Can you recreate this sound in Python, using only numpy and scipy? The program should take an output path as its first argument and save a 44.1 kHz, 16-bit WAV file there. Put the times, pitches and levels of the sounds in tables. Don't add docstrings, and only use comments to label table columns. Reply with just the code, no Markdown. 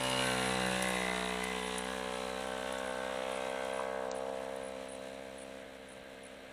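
import sys
import numpy as np
from scipy import signal
from scipy.fft import rfft, irfft
from scipy.io import wavfile
from scipy.ndimage import uniform_filter1d, map_coordinates

SR = 44100
rng = np.random.default_rng(int(sys.argv[2]) if len(sys.argv) > 2 else 0)


def natural_amplitude(level_db):
    exponent = np.asarray(level_db, float) / 20
    return 10 ** exponent


def to_wav(sig):
    pcm = np.clip(np.atleast_2d(sig), -1, 1) * 32767
    pcm = np.round(pcm).astype(np.int16)
    wavfile.write(sys.argv[1], SR, pcm.T)


N = 287532
TIME_S = np.arange(N) / SR


def rms_one(x):
    return x / np.sqrt(np.mean(x ** 2) + 1e-20)


def in_time(rows):
    s, *columns = np.transpose(rows)
    return [np.interp(TIME_S, s, c) for c in columns]


def bell(at_s, for_s):
    return np.exp(-((TIME_S - at_s) / for_s) ** 2)


def hidden(at_s, over_s):
    return (1 + np.tanh((TIME_S - at_s) / over_s)) / 2


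def drift(rate_hz, step=1):
    r = np.exp(-80 * np.pi * rate_hz / SR)
    slow = signal.lfilter([1], [1, -2 * r, r * r], rng.standard_normal(N // 40 + 2002))[2000:]
    return np.interp(np.arange(0, N, step) / 40, np.arange(len(slow)), rms_one(slow))


def resonate(x, hz, width_hz):
    r = np.exp(-np.pi * width_hz / SR)
    zeros = np.array([1, 0, -1]) * (1 - r * r) / 2
    poles = [1, -2 * r * np.cos(2 * np.pi * hz / SR), r * r]
    return signal.lfilter(zeros, poles, x + 1e-18)


def resonate_twice(x, hz, width_hz):
    return resonate(resonate(x, hz, width_hz), hz, width_hz)


def coloured(spectrum, source=None):
    hz, db = np.transpose(spectrum)
    white = rfft(rng.standard_normal(N) if source is None else source)
    bin_hz = np.arange(len(white)) * SR / N
    return rms_one(irfft(white * natural_amplitude(np.interp(np.log(bin_hz + 1), np.log(hz), db)), N))


def gate(turns, at_turn, sharp):
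    return np.exp(sharp * (np.cos(2 * np.pi * (turns - at_turn)) - 1))


# freq_hz, density_db
HUSH_SPECTRUM = [(15, -48), (25, -8), (144, -7.5), (262, -4.5), (399, -6.5), (446, -3), (521, 2),
                 (1040, -11), (1480, -7), (1590, -1), (1720, -6), (4100, -13.5), (4800, -30), (6500, -52),
                 (11000, -120)]
# freq_hz, density_db
MIC_SPECTRUM = [(6350, -33), (10800, -25), (11700, 5), (12700, 7), (14500, 8), (15600, -10)]


def hush():
    murmur = natural_amplitude(-55.5 + 1.0 * drift(0.36)) * coloured(HUSH_SPECTRUM)
    return murmur + natural_amplitude(-80.0) * coloured(MIC_SPECTRUM)


# start_s, level_db, syllables, low_answer_db
CRICKET_CHIRPS = [(0.502, -45.5, 4, -1), (0.661, -59, 5, -10), (1.631, -52, 4, -10), (1.25, -49.5, 4, -6),
                  (1.76, -47, 4, -14), (2.125, -53.5, 4, -20), (2.47, -53.5, 4, -12), (2.858, -52, 5, -20),
                  (3.32, -51, 4, -2), (3.735, -51.5, 5, -10), (4.135, -51, 4, -3), (4.634, -51.5, 4, -12),
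                  (4.886, -50, 5, -2), (5.385, -51, 4, -1), (5.886, -55, 4, -3), (6.235, -52.5, 3, -11)]


def cricket():
    out, t = np.zeros(N), np.arange(440) / SR
    shape = np.sin(np.pi * t / t[-1]) ** 0.6
    for start_s, level_db, strokes, low_db in CRICKET_CHIRPS:
        for k in range(strokes):
            luck = rng.standard_normal(4)
            last = k == strokes - 1
            fall_hz_per_s = 28000.0 * (1 + 2.5 * last)
            answer_db = level_db + low_db - 10 * (k % 2) - 9. * last
            for lag_s, pitch_hz, db in ((0, 10140, level_db), (.007, 8680, answer_db)):
                grain = 1 + .5 * np.sin(2 * np.pi * (190.0 + 50.0 * luck[1]) * t + 3 * luck[3])
                cycles = (pitch_hz + 89.0 * luck[0]) * t - fall_hz_per_s * t * t / 2
                stroke = shape * grain * np.sin(2 * np.pi * cycles)
                i = round((start_s - .003 + .016 * k + lag_s + 0.00098 * luck[1]) * SR)
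                out[i:i + 440] += natural_amplitude(db + 0.5 + 1.0 * luck[2]) * stroke
    return out


# start_s, peak_db, centre_hz
GRIT_TICKS = [(0.0348, -13, 10000), (0.099, -13, 9800), (0.379, -25, 9820), (0.5367, -38, 8540),
              (0.6634, -15, 9300), (0.824, -9.5, 9600), (0.886, -12.5, 9550), (0.9024, -16, 9900),
              (1.439, -15.5, 9700), (1.7817, -12.5, 9300), (1.8442, -23, 10200), (2.7242, -20, 9800),
              (2.784, -22, 7440), (3.318, -21, 9600), (3.4986, -23, 9360), (3.6481, -29, 9970),
              (4.561, -28, 9700), (6.0395, -43, 10000), (6.368, -39, 8670)]
# start_s, peak_db
TWIG_SNAP = [
    (4.115, -28),
]


def ticks():
    out, t = np.zeros(N), np.arange(600) / SR
    for start_s, peak_db, centre_hz in GRIT_TICKS:
        decay = np.exp(-t / 0.00073) + 0.3 * np.exp(-t / 0.0055)
        noise = rng.standard_normal(600) * decay * np.tanh(t / 0.0005)
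        burst = resonate_twice(noise, centre_hz, 2100.0)
        burst = burst + 0.35 * resonate(noise, 7700.0, 4000.)
        burst = burst + 0.19 * resonate_twice(noise, 12800.0, 1500.)
        out[round(start_s * SR):][:600] += natural_amplitude(peak_db - 15.0) * burst / np.abs(burst).max()
    for start_s, peak_db in TWIG_SNAP:
        crack = (1 + .4 * rng.standard_normal(600)) * np.exp(-t / 0.00004)
        noise = crack + .12 * rng.standard_normal(600) * np.exp(-t / .0007)
        burst = resonate_twice(noise, 4400.0, 1900.) - 0.99 * resonate_twice(noise, 6700.0, 2000.)
        out[round(start_s * SR):][:600] += natural_amplitude(peak_db + 2.5) * burst / np.abs(burst).max()
    return out


# at_s, extra_firings_hz
WHEEL_SURGES = [(0.23, .53), (0.536, 1.01), (0.841, 0.84), (1.499, 0.47), (1.931, 1.53), (2.428, 1.29),
                (2.744, 1.55), (4.267, 0.99), (4.552, 0.68), (5.169, 1.04), (5.512, 0.81), (6.073, 1.05),
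                (6.367, 1.13)]


def racing():
    return sum(extra_hz * bell(at_s, .07) for at_s, extra_hz in WHEEL_SURGES)


# at_s, aim (0 aside - 1 straight at us)
PIPE_AIM = [(0, 0.086), (.25, -0.0062), (.45, -0.18), (.65, -0.25), (.98, -0.2), (1.5, -0.0057),
            (2.27, 0.31), (3.0, 0.65), (3.7, 1), (4.3, 1.25)]
# near_db, aim_gain_db, hedge_loss_db, hidden_at_s, hidden_over_s
ENGINE_LAYERS = [
    (-39.5, 2, -1, 2.2, .4),
    (-37, 14.5, 12.5, 4.57, 0.8),
    (-39, 10, 17.5, 4.57, 0.73),
    (-32, 4, 10.5, 4.01, 0.11),
    (-41.5, 3.5, 4.5, 3.81, 0.049),
]


def levels(extra_hz):
    aim = in_time(PIPE_AIM)[0]
    passes = ((0.62, 0.53), (0.44, 0.65))
    pipe_db, block_db = (-10 * np.log10(1 + ((TIME_S - s) / ride_s) ** 2) for s, ride_s in passes)
    shared_db = -0.04 * extra_hz - 2.5 * hidden(5.63, 0.025)
    rows = []
    for layer, spread_db in zip(ENGINE_LAYERS, 3 * [pipe_db] + 2 * [block_db]):
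        near_db, aim_db, hedge_db, hidden_s, over_s = layer
        rows.append(near_db + spread_db + aim_db * aim - hedge_db * hidden(hidden_s, over_s) + shared_db)
    return np.array(rows)


# at_s, for_s, level_db
CHAIN_SIZZLE = [(.06, 0.12, -50), (.3, 0.15, -49), (.48, .06, -52), (.7, 0.11, -51), (.92, 0.11, -53),
                (1.15, 0.14, -57), (1.65, 0.076, -56), (1.85, .08, -61)]


def chain():
    spells = sum(natural_amplitude(level_db) * bell(at_s, for_s) for at_s, for_s, level_db in CHAIN_SIZZLE)
    sizzle = rms_one(resonate_twice(rng.standard_normal(N), 10100.0, 1400.0))
    return spells * natural_amplitude(2.0 * drift(40.0)) * sizzle


# freq_hz, density_db
HISS_SPECTRUM = [(250, -3), (1200, 0.5), (2530, 8), (4300, 2.5), (4640, -7), (5660, -1.5), (6200, -2.5),
                 (8340, -1), (9000, -3.5), (10200, 0), (11000, -6), (11800, -15.5), (13600, -18.5),
                 (14500, -12), (15600, -13.5)]
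# freq_hz, width_hz, level_db
HISS_RINGS = [(3896, 87, -13), (4840, 32, -22), (5683, 38, -20), (8300, 260, -16.5), (9900, 120, -20.5),
              (13500, 80, -26)]


def gas_hiss(turns, hiss_db):
    hiss = rms_one(coloured(HISS_SPECTRUM) * (1.34 + gate(turns, 0.61, 3.5)))
    rings = sum(natural_amplitude(level_db) * rms_one(resonate(rng.standard_normal(N), freq_hz, width_hz))
                for freq_hz, width_hz, level_db in HISS_RINGS)
    return natural_amplitude(hiss_db + 1.14 * drift(12.0)) * hiss + natural_amplitude(hiss_db) * rings


def puff(turns, pipe_db):
    gas = resonate(resonate(rng.standard_normal(N), 900.0, 670.0), 904.0, 680.0)
    return natural_amplitude(pipe_db - 25) * rms_one(gas) * (4.76 + gate(turns, 0.62, 0.16))


# at_s, level_db
PIPE_POPS = [(3.8, -41), (3.1, -47), (3.8, -46), (1.93, -49), (.86, -55)]


def pops(turns):
    spells = sum(natural_amplitude(level_db) * bell(at_s, 0.015) for at_s, level_db in PIPE_POPS)
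    firing = np.diff(np.floor(turns), prepend=0.)
    return spells * rms_one(resonate_twice(firing, 986, 280))


def repeating(turns):
    age = TIME_S / .2
    patterns = rng.standard_normal((int(age[-1]) + 2, 701))
    melt = age % 1
    noise = map_coordinates(patterns, [age, turns % 1 * 700], order=1)
    return rms_one(noise / np.hypot(melt, 1 - melt))


# freq_hz, density_db
RASP_SPECTRUM = [(900, -39), (1350, -3), (1550, 9.5), (1890, 2), (2070, 3.5), (3200, -3.5), (4200, -9.5),
                 (4700, -26.5), (6500, -17), (11000, -120)]


def port_rasp(turns, ahead):
    repeat_share = .86
    gas = np.sqrt(repeat_share) * repeating(turns) + np.sqrt(1 - repeat_share) * rng.standard_normal(N)
    return coloured(RASP_SPECTRUM, gas * (.4 + gate(turns + ahead / 2, 0, 1.8)))


# freq_hz, width_hz, level_db, best_s, for_s
FIN_MODES = [(2897, 49, 0, 0.13, 0.18), (2826, 20, -5.5, 0.35, 0.58), (3970, 130, -9, 4.9, 0.46),
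             (4900, 51, -12.5, 0.1, 0.16), (2310, 83, -2, 0.22, 0.078), (1545, 33, -2, 0.32, 0.1),
             (1674, 67, -9, 0.099, 0.23), (1810, 41, -5, 0.41, 0.53), (1668, 64, -5.5, 0.61, 0.33),
             (2620, 81, -8, 0.77, 0.74), (1996, 9, -2, 0.48, 0.25), (2010, 46, -2, 0.95, 0.16),
             (2044, 47, -5, 1.2, 0.35), (2020, 61, -4, 1.52, 0.39), (4070, 150, -5.5, 0.29, 0.26),
             (3960, 74, -5.5, 0.61, 0.19), (3800, 39, -7.5, 0.96, 0.17), (3760, 380, -4, 1.236, 0.16),
             (3910, 71, -9, 1.8, 0.17), (3620, 45, -9.5, 0.21, 1.1), (3560, 32, -8.5, 1.62, 0.25),
             (1520, 47, -8, 1.3, 0.12), (1770, 33, -7.5, 1.3, 0.38), (1683, 60, -10, 0.88, 0.067),
             (1555, 60, -3.5, 0.69, 0.074), (1645, 34, -8, 1.8, 0.53), (3027, 34, -9, 1.5, 0.42),
             (3950, 150, -3.5, 2.28, 0.16), (3070, 70, -6.5, 2.44, 0.22), (3190, 120, -8, 2.16, 0.92),
             (3576, 110, -7.5, 2.94, 0.64), (1554, 98, 0, 2.45, 0.38), (1523, 49, 2, 2.97, 0.19),
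             (1550, 41, 2, 4.01, 0.5), (2062, 50, -2.5, 3.9, 0.94), (2540, 120, -8.5, 3.46, 0.45),
             (3260, 66, -6, 3.57, 0.42), (3820, 48, -7, 3.45, 0.068), (2185, 31, -6, 3.54, 0.34),
             (1630, 60, 3, 4.1, 0.31), (1586, 33, -3.5, 6.8, 1.8), (2040, 24, -14, 4.5, 0.26),
             (2080, 38, -4, 6.2, 0.66)]


def rattle(turns, ahead):
    loose = turns + .003 * drift(25.0)
    scrape = .26 * gate(turns + ahead, .1, 1.5) * rng.standard_normal(N)
    soft = signal.butter(4, 4300, fs=SR, output="sos")
    blows = []
    for early in (.1, ahead + .17, ahead + .08):
        at = np.flatnonzero(np.diff(np.floor(loose + early)) > 0)
        knocks = np.full(N, 1e-12)
        knocks[at] = 30.0 * natural_amplitude(1.5 * rng.standard_normal(len(at)))
        blows.append(signal.sosfilt(soft, knocks) + scrape)
    ringing, power = np.zeros((2, N))
    for freq_hz, width_hz, level_db, best_s, for_s in FIN_MODES:
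        near = np.abs(TIME_S - best_s) < 2.5 * for_s
        facing = natural_amplitude(level_db) * bell(best_s, for_s)[near]
        blow = blows[(freq_hz > 1900) + (freq_hz > 2300)][near]
        swelling = resonate(blow, freq_hz, 380)
        ringing[near] += facing * rms_one(resonate(swelling, freq_hz, width_hz))
        power[near] += facing ** 2
    rasp_gain = natural_amplitude(-2.0)
    rasp = rasp_gain * natural_amplitude(1.0 * drift(7.8)) * port_rasp(turns, ahead)
    return (ringing + rasp) / np.sqrt(power + rasp_gain ** 2)


# at_s, share
INTAKE_SHARE = [(0, .7), (.6, .6), (1.1, .3), (1.7, .4), (2.5, .85), (4.5, .9)]
# order, level_db
ORDERS_ABREAST = [(1, -19), (2, -9), (3, -14), (4, -6.5), (5, -18), (6, -21), (7, 0.5), (8, 1), (9, 8.5),
                  (10, -6), (11, -2), (12, -4), (13, -6), (14, 0), (15, -6), (16, -3.5), (17, -3),
                  (18, -11), (19, -14), (20, -7), (21, -12), (22, -7)]
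ORDERS_LEVEL = [(1, -13), (2, -8), (3, -2), (4, -5), (5, -10.5), (6, -18.5), (7, 11.5), (8, 8.5), (9, 4),
                (10, -2), (11, 8), (12, 0), (13, -11), (14, -5.5), (15, -13), (16, -4), (17, -4.5),
                (18, -6.5), (19, -11), (20, -12), (21, -8), (22, -8)]
ORDERS_PASSING = [(1, -10.5), (2, -10.5), (3, 3), (4, -22), (5, -5.5), (6, -7.5), (7, -4), (8, 5), (9, 9),
                  (10, 1), (11, -5), (12, 2.5), (13, -2), (14, -2), (15, -4), (16, -6), (17, 0), (18, -6),
                  (19, -13), (20, -15), (21, -11), (22, -16)]
ORDERS_GOING = [(1, -9.5), (2, -26), (3, 1), (4, -8.5), (5, -8), (6, -13), (7, 14.5), (8, 6.5), (9, -16),
                (10, 11), (11, 15), (12, -4), (13, -3), (14, -17), (15, -2), (16, -5), (17, -4.5), (18, -5),
                (19, -3), (20, -11), (21, -21), (22, -4)]
ORDERS_QUARTER = [(1, -14), (2, -30), (3, -6), (4, -8), (5, -17), (6, -26), (7, 4.5), (8, 2), (9, 0),
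                  (10, -10), (11, -7), (12, 3), (13, -4), (14, 2.5), (15, -7), (16, 3.5), (17, -1.5),
                  (18, -2), (19, -9), (20, -24), (21, -9), (22, -14)]
ORDERS_LEAVING = [(1, -13.5), (2, -22), (3, -7), (4, -7.5), (5, -18), (6, -28), (7, -2.5), (8, -0.5),
                  (9, 0), (10, -3.5), (11, -26), (12, -2.5), (13, -8), (14, -6.5), (15, -17), (16, -8.5),
                  (17, -4.5), (18, -12), (19, -16), (20, -14), (21, -8), (22, -35)]
ORDERS_BEHIND = [(1, -17.5), (2, -24), (3, -10.5), (4, -8), (5, -17), (6, -28), (7, -5), (8, -0.5),
                 (9, -0.5), (10, -2), (11, -9), (12, -3), (13, -3), (14, -4), (15, -11), (16, -12),
                 (17, -3.5), (18, -8), (19, -15), (20, -8.5), (21, -11), (22, -29)]
ORDERS_FAR = [(1, -17), (2, -20), (3, -10), (4, -8), (5, -18.5), (6, -25), (7, -4), (8, -0.5), (9, -3),
              (10, -4.5), (11, -11.5), (12, -8.5), (13, -9), (14, -13), (15, -12.5), (16, -17), (17, -14.5),
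              (18, -21), (19, -24), (20, -17.5), (21, -48), (22, -50)]


def exhaust(turns, ahead, view, group_db, flutter_db, uneven_db, step=6):
    sides = np.array([ORDERS_ABREAST, ORDERS_LEVEL, ORDERS_PASSING, ORDERS_GOING,
                      ORDERS_QUARTER, ORDERS_LEAVING, ORDERS_BEHIND, ORDERS_FAR])
    turns, ahead, view, group_db = turns[::step], ahead[::step], view[::step], group_db[:, ::step]
    sweep_turns, sweep_orders, fall_turns = .3, 3.5, .07
    count = int(turns[-1]) + 2
    intake = np.clip(in_time(INTAKE_SHARE)[0][::step], 0, .95)
    strength = np.interp(turns, np.arange(count) + .5, rng.standard_normal(count))
    groups, power = np.zeros((2, 3, len(turns)))
    for k in range(1, sides.shape[1] + 1):
        level = natural_amplitude(np.interp(view, np.arange(len(sides)), sides[:, k - 1, 1]))
        flutter = flutter_db * np.sqrt(k / 10) * drift(2.3, step=step)
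        wobble = natural_amplitude(flutter + uneven_db * np.tanh(k / 6) * strength)
        lead = np.angle(1 + intake * np.exp(2j * np.pi * ahead * k))
        edge = -1.8 + 1.4 / k ** 2 - 2 * np.pi * sweep_turns * sweep_orders * np.exp(-k / sweep_orders)
        from_behind = np.clip(.65 * (view - 4), 0, 1)
        fall = np.pi * fall_turns * from_behind * (np.clip(k - 9, -3, 3) ** 2 - 9)
        smear = .006 * k * drift(7.0, step=step)
        group = (k > 6) + (k > 11)
        phase = 2 * np.pi * k * turns + edge + fall + lead + smear
        groups[group] += level * wobble * np.sqrt(2) * np.cos(phase)
        power[group] += level ** 2
    pulse = np.sum(groups / np.sqrt(power) * natural_amplitude(group_db), axis=0)
    return signal.resample_poly(pulse, step, 1)[:N]


def hillside(x, wet_db):
    out = x.copy()
    dull = signal.sosfilt(signal.butter(1, 2500., fs=SR, output="sos"), x)
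    for lag_s, level_db in ((.0235, -0.5), (.041, -3), (.067, -33), (.109, -9)):
        lag = round(lag_s * SR)
        out[lag:] += natural_amplitude(wet_db + level_db) * dull[:-lag]
    return out


# at_s, view (0 abreast - 7 far uphill)
VIEW_PATH = [(.12, 0), (.47, 1), (.83, 2), (1.18, 3), (1.65, 4), (2.4, 5), (3.3, 6), (4.5, 7)]
# at_s, lead_turns
BLOCK_LEAD = [(0, .445), (.2, .44), (.35, .41), (.55, .368), (.8, .327), (1.2, .278), (1.55, .25),
              (2.2, .227), (3.8, .22)]
# at_s, firings_hz
CRUISE_SPEED = [(0.0, 64.59), (0.4, 63.24), (1.1, 61.88), (1.75, 62.31), (2.2, 62.6), (3.0, 64.1),
                (3.8, 65.29), (4.1, 64.64), (4.4, 65.77), (5.0, 65.56), (5.4, 65.9), (6.52, 65.07)]


def motorcycle():
    extra_hz = racing()
    *group_db, rattle_db, hiss_db = levels(extra_hz)
    group_db = np.array(group_db)
    view, ahead = in_time(VIEW_PATH)[0], in_time(BLOCK_LEAD)[0]
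    turns = np.cumsum(in_time(CRUISE_SPEED)[0] + extra_hz) / SR + .2
    pipe = exhaust(turns, ahead, view, group_db, flutter_db=.85, uneven_db=.5)
    shade_db = 3 * bell(2.21, 0.27)
    body = natural_amplitude(rattle_db - 5.5 - shade_db) * rattle(turns, ahead)
    loose_gas = puff(turns, group_db[1:].mean(axis=0))
    return hillside(pipe + body + loose_gas + pops(turns), wet_db=-30.5) + gas_hiss(turns, hiss_db)


def scene():
    return (hush() + cricket() + ticks() + chain() + motorcycle())[None]


def thin_top(x, margin_db, slope_db, chance):
    hz, s, frames = signal.stft(x, SR, nperseg=2048)
    masker_db = 10 * np.log10(np.mean(np.abs(frames[430:490]) ** 2, axis=0) + 1e-20)
    for low in range(512, 736, 8):
        band_db = 10 * np.log10(np.mean(np.abs(frames[low:low + 8]) ** 2, axis=0) + 1e-20)
        luck = uniform_filter1d(rng.standard_normal(len(s)), size=3) * np.sqrt(3)
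        masked = band_db < masker_db - margin_db - slope_db * abs(hz[low] - 11750) / 1000
        frames[low:low + 8] *= np.where(masked | (luck > chance), .03, 1)
    return signal.istft(frames, SR, nperseg=2048)[1][:N]


def low_pass(x):
    return signal.sosfilt(signal.butter(12, 15740, fs=SR, output="sos"), x)


def record(dry):
    dry = signal.sosfilt(signal.cheby2(12, 60, 16050, fs=SR, output="sos"), dry)
    dry = thin_top(dry[0], margin_db=13.5, slope_db=10, chance=.7)[None]
    starved = np.clip(np.minimum(TIME_S - 4.086, 4.147 - TIME_S) * 500, 0, 1)
    low = signal.sosfiltfilt(signal.cheby2(12, 32, 9000, fs=SR, output="sos"), dry)
    return low_pass(dry + starved * (low - dry))


dry = scene()
out = record(dry)
to_wav(out)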